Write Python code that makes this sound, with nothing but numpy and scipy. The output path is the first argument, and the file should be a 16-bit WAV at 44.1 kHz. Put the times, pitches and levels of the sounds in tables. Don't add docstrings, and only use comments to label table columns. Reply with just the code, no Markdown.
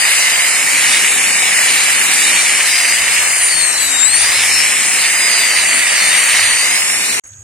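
import sys
import numpy as np
from scipy import signal
from scipy.io import wavfile
from scipy.ndimage import uniform_filter1d

SR = 44100
rng = np.random.default_rng(int(sys.argv[2]) if len(sys.argv) > 2 else 0)


def materialize(psi):
    bounded = np.clip(np.atleast_2d(psi).T, -1, 1)
    quanta = np.round(bounded * 32767).astype(np.int16)
    wavfile.write(sys.argv[1], SR, quanta)


def linear_from_db(decibels):
    return 10 ** (np.asarray(decibels, float) / 20)


N = 327663
T = np.arange(N) / SR
FRAME, HOP = 512, 128

FREE_HZ, START_HZ, USUAL_HZ = 6200, 4863, 5000
SETTLE_S, COAST_S = .3, 2.37
OFF_S, ON_S = 3.168, 4.023
CYCLES_PER_TURN = 14
JUDDER_SHARE = .004
# start in seconds, load as share of free speed lost.
PUSHES = [(0, 0.181), (0.06, 0.248), (0.229, 0.205), (0.419, 0.091), (0.818, 0.182), (0.988, 0.082),
          (1.257, 0.195), (1.477, 0.086), (1.736, 0.2), (1.816, 0.081), (1.985, 0.098), (2.355, 0.207),
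          (2.564, 0.234), (2.734, 0.258), (2.993, 0.064), (4.015, 0.069), (4.515, 0.123), (4.754, 0.193),
          (4.944, 0.295), (5.093, 0.199), (5.253, 0.269), (5.602, 0.292), (5.762, 0.247), (5.832, 0.328),
          (6.011, 0.256), (6.171, 0.304), (6.241, 0.263), (6.59, 0.05), (6.909, 0.031)]
# time in seconds, contact in dB.
CONTACT = [(0, 1), (.45, -0.5), (1.8, 0), (2.6, -1), (3.05, -.5), (3.45, -2), (3.6, -5), (3.93, -7),
           (4.15, -4), (4.25, -2.5), (4.45, -0.5), (4.7, -1.5), (5.6, -.5), (6.45, 0), (6.62, -3),
           (6.9, -2.5), (7.2, -2)]
# time in seconds, whine in dB, octave gain in dB, left-right in dB.
AIM = [(0, -23.5, 4, 8), (.52, -23.5, 0, -14), (.75, -30, 1, -2), (1.15, -26, 1, 1), (2.3, -31.5, 0.5, -2),
       (2.55, -20.5, 5, 5), (3.1, -26, -5, 1), (3.5, -20, 4.5, 5), (3.98, -28, -0.5, 16),
       (4.15, -24, 8.5, -1), (4.4, -20, 5, 3.5), (4.9, -27, -6, 2), (5.15, -19, 2, -1.5),
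       (5.55, -20, -10, -0.5), (5.88, -26, -5, -4), (6.05, -24, 4.5, -2), (6.73, -24, 1.5, -3),
       (7.2, -20, -5.5, 0.5)]
# frequency in Hz, level in dB.
OCTAVE = [(7300, -19.5), (8000, -21.5), (8900, -19.5), (9300, -16), (9800, -29), (10600, -29),
          (11100, -26.5), (11600, -36)]
# frequency in Hz, left-right in dB.
OCTAVE_LEAN = [(7300, 16), (8000, 16), (9000, 7), (9600, 3), (11600, -0.5)]
# frequency in Hz, level in dB.
THIRD = [(11000, -31), (12000, -30), (12600, -44), (14300, -44), (15300, -37), (15700, -39), (15900, -90)]
ORDERS = (1, 2, 6, 12)
# level in dB, rise in dB per dB of contact.
ORDER_LEVELS = [(-52, -1.1), (-46.5, 1.6), (-32, 2.), (-46, 0.1)]

# frequency in Hz, density in dB per Hz.
DISC = [(1000, -32), (1400, -17), (1750, -4), (2050, -1), (2500, -4), (2950, -5), (3250, -12), (3800, -27)]
GUARD = [(2800, -32), (3400, -4.5), (3900, -2.5), (4700, -2), (5250, -5.5), (5700, -3.5), (6200, -4.5),
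         (7000, -20.5)]
SLAB = [(250, -42), (450, -5.5), (800, 0), (1300, 2), (1700, -4), (2300, -40)]
FAN = [(5600, -36), (6400, -5.5), (7400, -5.5), (8300, -3.5), (9000, -2), (9800, -7.5), (10400, -8.5),
       (12000, -12.5), (14000, -26), (15700, -18)]
# frequency in Hz, width in Hz, level in dB.
HOUSING = [(7570, 75, -11.5), (8880, 350, -7), (12000, 150, -35), (10030, 99, -19)]
# frequency in Hz, share in common.
LIKENESS = [(30, .15), (90, 0.72), (400, 0.48), (1300, 0.55), (2400, 0.83), (4400, 0.59), (9000, 0.49)]
# frequency in Hz, left-right in dB.
GROUND_LEAN = [(40, 23), (90, 16), (200, 5), (400, 8), (700, -2), (1300, 2.5)]
# time in seconds, left delay in samples.
LAG = [(0, -3), (1, -2), (2, -3), (2.7, -0.5), (3.7, 3), (4.7, -1), (5.3, -2.5), (5.8, 3), (7, -5)]

# start in seconds, frequency in Hz, level in dB, time to fall 20 dB in
# seconds.
KNOCKS = [
    (3.53, 161, -42, 0.21),
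    (4.2, 60, -51, .15),
    (5.72, 233, -33, .15),
    (6.0, 200, -41, 0.64),
]
# frequency in Hz, density in dB per Hz.
THUD = [(90, -29), (150, -3), (205, -5), (237, 9), (275, -6.5), (450, -3.5), (700, -23)]
# frequency in Hz, density in dB per Hz.
WIND = [(10, 4), (30, 0), (60, -5), (100, -16), (200, -39)]

HUM_HZ, HUM_DB = 100, -60
# centre in seconds, length in seconds, rise in dB.
SWELLS = [
    (.9, .3, 7),
    (2.096, 0.29, -5),
    (3.1, .8, 10.5),
    (3.85, 0.2, 11),
    (4.35, 0.66, 17),
    (5.646, .2, 12),
    (6.05, 0.13, 14),
    (6.45, 0.28, 13),
    (7.1, .3, 6),
]

CUT_S, FADE_S, FADE_DB = 7.1985, .45, -5
YARD_S, GAP_DB, HUM_BACK_S = 7.238, -40, 7.311
# frequency in Hz, threshold in dB.
VANISHING = [(2600, -16), (3300, -.5), (4000, -1.5), (5300, 0), (6900, -5), (9300, -9), (10300, 2),
             (11800, 3), (12400, 0), (13500, 1), (14800, 3), (15600, 6)]

CICADA_PER_S = 84
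# frequency in Hz, width in Hz, level in dB.
CICADA = [(6575, 260, 0), (7150, 400, -5), (5920, 90, -16), (7890, 250, -11), (1580, 30, -20)]
# frequency in Hz, density in dB per Hz.
YARD_AIR = [(40, -6), (150, -8), (500, -11), (1600, -10), (3000, -13), (4700, -17), (5600, -16),
            (6500, -11), (8000, -12), (10600, -19), (15000, -30)]
# start in seconds, level in dB, frequency in Hz, t60 in seconds, left-right in dB.
TICKS = [
    (7.272, -33, 8700, .04, 7),
    (7.328, -48.5, 3500, .02, -2),
    (7.335, -40, 3600, .02, -3),
    (7.259, -44, 2300, 0.033, 0),
    (7.209, -75.5, 3000, .03, 5),
]


def evened(x):
    return x / np.sqrt(np.mean(x ** 2) + 1e-20)


def read(points, hz):
    f, value = np.transpose(points)
    return np.interp(np.log(hz + 1), np.log(f + 1), value)


def curves(rows):
    s, *columns = np.transpose(rows)
    return [np.interp(T, s, c) for c in columns]


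def panned(db):
    return linear_from_db(np.array([db / 2, -db / 2]))


def drift(rate_hz, channels=1):
    size = max(round(SR / rate_hz), 1)
    once = uniform_filter1d(rng.standard_normal((channels, N)), size)
    return evened(uniform_filter1d(once, size))


def resonate(x, hz, width_hz):
    return signal.lfilter(*signal.iirpeak(hz, hz / width_hz, SR), x)


def resonate_twice(x, hz, width_hz):
    return resonate(resonate(x, hz, width_hz), hz, width_hz)


def noise(shape, grit_db=0., grit_hz=600, patchy_db=-1.5, twist=0., chips=0., lean=((1, 0), (2, 0))):
    drive = rng.standard_normal((2, N)) * linear_from_db(grit_db * drift(grit_hz))
    drive += chips * (rng.random(N) < 70 / SR) * rng.standard_normal(N)
    hz, t, (left, other) = signal.stft(drive, SR, nperseg=FRAME, noverlap=FRAME - HOP)

    patches, turns = rng.standard_normal((2, len(hz), len(t)))
    patches = evened(uniform_filter1d(uniform_filter1d(patches, 5, 0), 25, 1))
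    turns = evened(uniform_filter1d(uniform_filter1d(turns, 24, 0), 200, 1))

    delay_s = np.interp(t, *np.transpose(LAG)) / SR
    phase = 2 * np.pi * hz[:, None] * delay_s + twist * turns
    same = np.clip(read(LIKENESS, hz), 0, 1)[:, None]
    right = same * left * np.exp(1j * phase) + np.sqrt(1 - same ** 2) * other
    z = np.array([left, right])
    z *= linear_from_db(read(shape, hz)[:, None] + patchy_db * patches)
    z *= panned(read(lean, hz))[:, :, None]
    return evened(signal.istft(z, SR, nperseg=FRAME, noverlap=FRAME - HOP)[1][:, :N])


def grinding(whine_hz, contact_db):
    chatter = linear_from_db(0.21 * drift(35) + .6 * drift(6.1))
    speed_db = 20 * np.log10(whine_hz / USUAL_HZ)
    side_db = curves(AIM)[2]

    disc = noise(DISC, grit_db=1.6, grit_hz=450, patchy_db=.5, chips=7.)
    disc = linear_from_db(contact_db - 15) * panned(np.array([-1.8])) * disc
    guard_db = .5 * contact_db + .3 * speed_db + 1.27 * drift(7) - 18.5
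    guard = linear_from_db(guard_db) * noise(GUARD, grit_db=-0.6, patchy_db=2.0, twist=1.28)
    slab = noise(SLAB, grit_db=1.0, grit_hz=150, patchy_db=0.17, twist=0.28, lean=GROUND_LEAN)
    slab = linear_from_db(0.35 * contact_db - 27.5) * slab

    air = noise(FAN, grit_db=0.43, patchy_db=0.84, twist=2.6)
    white = rng.standard_normal((2, N))
    for mode_hz, width_hz, db in HOUSING:
        air = air + linear_from_db(db) * evened(resonate(white, mode_hz, width_hz))
    hiss_db = -14.5 + 1.1 * speed_db + 0.083 * contact_db + 0.39 * drift(14.0)
    hiss = linear_from_db(hiss_db) * panned(2.0 + 0.17 * side_db) * evened(air)
    return chatter * (disc + guard + slab) + hiss


def rotor_speed():
    s, load = np.transpose(PUSHES)
    starts = np.sort(np.r_[0, s[1:], OFF_S, ON_S])
    ends = np.r_[starts[1:], N / SR]
    whine_hz, now_hz = np.zeros(N), START_HZ
    for a, b in zip(starts, ends):
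        push = max(np.searchsorted(s, a, "right") - 1, 0)
        goal_hz, slow_s = FREE_HZ * (1 - load[push]), SETTLE_S
        if OFF_S <= a < ON_S:
            goal_hz, slow_s = 0, COAST_S
        part = slice(int(np.ceil(a * SR)), int(np.ceil(b * SR)))
        whine_hz[part] = goal_hz + (now_hz - goal_hz) * np.exp(-(T[part] - a) / slow_s)
        now_hz = goal_hz + (now_hz - goal_hz) * np.exp(-(b - a) / slow_s)
    return whine_hz


def motor(whine_hz, contact_db):
    whine_db, octave_db, side_db = curves(AIM)
    judder = JUDDER_SHARE * linear_from_db(contact_db) * drift(14)[0]
    cycles = np.cumsum(whine_hz * (1 + 0.00127 * drift(61.5)[0] + judder)) / SR
    octave_side_db = read(OCTAVE_LEAN, 2 * whine_hz) + 0.32 * side_db
    tones = [(whine_db, side_db),
             (read(OCTAVE, 2 * whine_hz) + octave_db, octave_side_db),
             (read(THIRD, 3 * whine_hz), 0 * whine_hz)]
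    out = 0
    for k, (db, pan_db) in enumerate(tones, 1):
        wobble = k * cycles + 0.085 * drift(1.63, channels=2)
        flutter_db = 2.7 * drift(25, channels=2) + 3 * drift(11, channels=2) - 3
        gain = np.sqrt(2) * linear_from_db(db + flutter_db) * panned(pan_db)
        out = out + gain * np.cos(2 * np.pi * wobble)

    rotor_phase = 2 * np.pi * cycles / CYCLES_PER_TURN
    for k, (db, follow) in zip(ORDERS, ORDER_LEVELS):
        order_db = db + follow * (contact_db + 2) + 2.84 * drift(8.2)
        out = out + np.sqrt(2) * linear_from_db(order_db) * np.cos(k * rotor_phase)

    teeth = ORDERS[2] * rotor_phase
    rough = drift(420, channels=2)
    return out + linear_from_db(contact_db - 25.5) * (rough[0] * np.cos(teeth) + rough[1] * np.sin(teeth))


def ground_thud(whine_hz):
    speed_db = 20 * np.log10(np.maximum(whine_hz / USUAL_HZ, .9))
    thud_db = -39 + 4.1 * speed_db + 1.4 * drift(2.5)
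    return linear_from_db(thud_db) * noise(THUD, patchy_db=1.5, grit_db=0.1, grit_hz=59.96, lean=GROUND_LEAN)


def knocks():
    out = np.zeros((2, N))
    for s, hz, db, fall_s in KNOCKS:
        at, age = round(s * SR), T[:SR // 2]
        burst = evened(resonate_twice(rng.standard_normal(len(age)), hz, hz * .35))
        envelope = np.minimum(age / 0.019, 1) * linear_from_db(db - 60 * age / (3 * fall_s))
        out[:, at:at + len(age)] += burst * envelope * panned(np.array([4.]))
    return out


def wind(whine_hz):
    wind_db = -56.5 + 1.5 * drift(2.5) + 6 * np.log10(whine_hz / USUAL_HZ)
    return linear_from_db(wind_db) * noise(WIND, lean=GROUND_LEAN)


def cicadas(gap_db):
    level_db = gap_db - 38.5 + .8 * drift(15)
    beat = (CICADA_PER_S * T + 0.21 * drift(30)[0]) % 1
    carrier = 0.99 * np.cos(2 * np.pi * CICADA[0][0] * T) + rng.standard_normal((2, N))
    clicks = np.sin(np.pi * beat ** 0.67) ** 2 * carrier
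    clicks = clicks + 0.83 * rng.standard_normal((2, N))
    drums = sum(linear_from_db(db) * evened(resonate_twice(clicks, hz, width_hz)) for hz, width_hz, db in CICADA)
    return linear_from_db(level_db) * panned(np.array([-3.])) * evened(drums)


def ticks():
    out = np.zeros((2, N))
    for s, db, hz, fall_s, pan_db in TICKS:
        at, age = round(s * SR), T[:2000]
        burst = evened(resonate_twice(rng.standard_normal((2, len(age))), hz, hz * .3))
        out[:, at:at + len(age)] += burst * linear_from_db(db - 60 * age / fall_s) * panned(np.array([pan_db]))
    return out


def hum(db):
    return linear_from_db(db) * evened(resonate_twice(rng.standard_normal(N), HUM_HZ, 24))


def yard():
    gap_db = GAP_DB * np.clip((YARD_S - T) / .003, 0, 1)
    air_db = gap_db - 48.5 + 4.0 * np.exp(-abs(T - YARD_S) / 0.021)
    hum_db = gap_db - 43.0 - 15 * np.clip((HUM_BACK_S - T) / .018 + .5, 0, 1)
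    air = linear_from_db(air_db) * noise(YARD_AIR, patchy_db=2.5)
    return cicadas(gap_db) + air + hum(hum_db) + ticks()


def without_weak_bins(x):
    hz, t, z = signal.stft(x, SR, "cosine", nperseg=2048, noverlap=1024)
    power = uniform_filter1d((abs(z) ** 2).mean(0), size=3, axis=0)
    near = uniform_filter1d(np.sqrt(power), size=24, axis=0) ** 2
    moods = uniform_filter1d(rng.standard_normal((len(hz) // 16 + 1, len(t))), size=3, axis=1)
    moods = np.repeat(evened(moods), 16, axis=0)[:len(hz)]
    threshold_db = read(VANISHING, hz)[:, None] + 2.3 * moods
    kept = power > near * linear_from_db(threshold_db) ** 2
    return signal.istft(z * kept, SR, "cosine", nperseg=2048, noverlap=1024)[1][:, :N]


def scene():
    whine_hz, contact_db = rotor_speed(), curves(CONTACT)[0]
    tool = motor(whine_hz, contact_db) + grinding(whine_hz, contact_db)
    fading = linear_from_db(FADE_DB * np.clip(1 - (CUT_S - T) / FADE_S, 0, 1))
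    swell_db = sum(db * np.exp(-(2 * (T - s) / length_s) ** 2) for s, length_s, db in SWELLS)
    around = ground_thud(whine_hz) + knocks() + wind(whine_hz) + hum(HUM_DB + swell_db)
    working = without_weak_bins(fading * tool + around)
    before = np.clip((CUT_S - T) / 0.00032, 0, 1)
    return before * working + (1 - before) * yard()


def band_limit(x):
    return signal.sosfilt(signal.butter(12, 15660, fs=SR, output="sos"), x)


def record(dry):
    over = np.maximum(abs(dry) - .75, 0)
    limited = dry - np.sign(dry) * (over - .3 * np.tanh(over / .3))
    return band_limit(np.clip(limited, -1, 1))


dry = scene()
out = record(dry)
materialize(out)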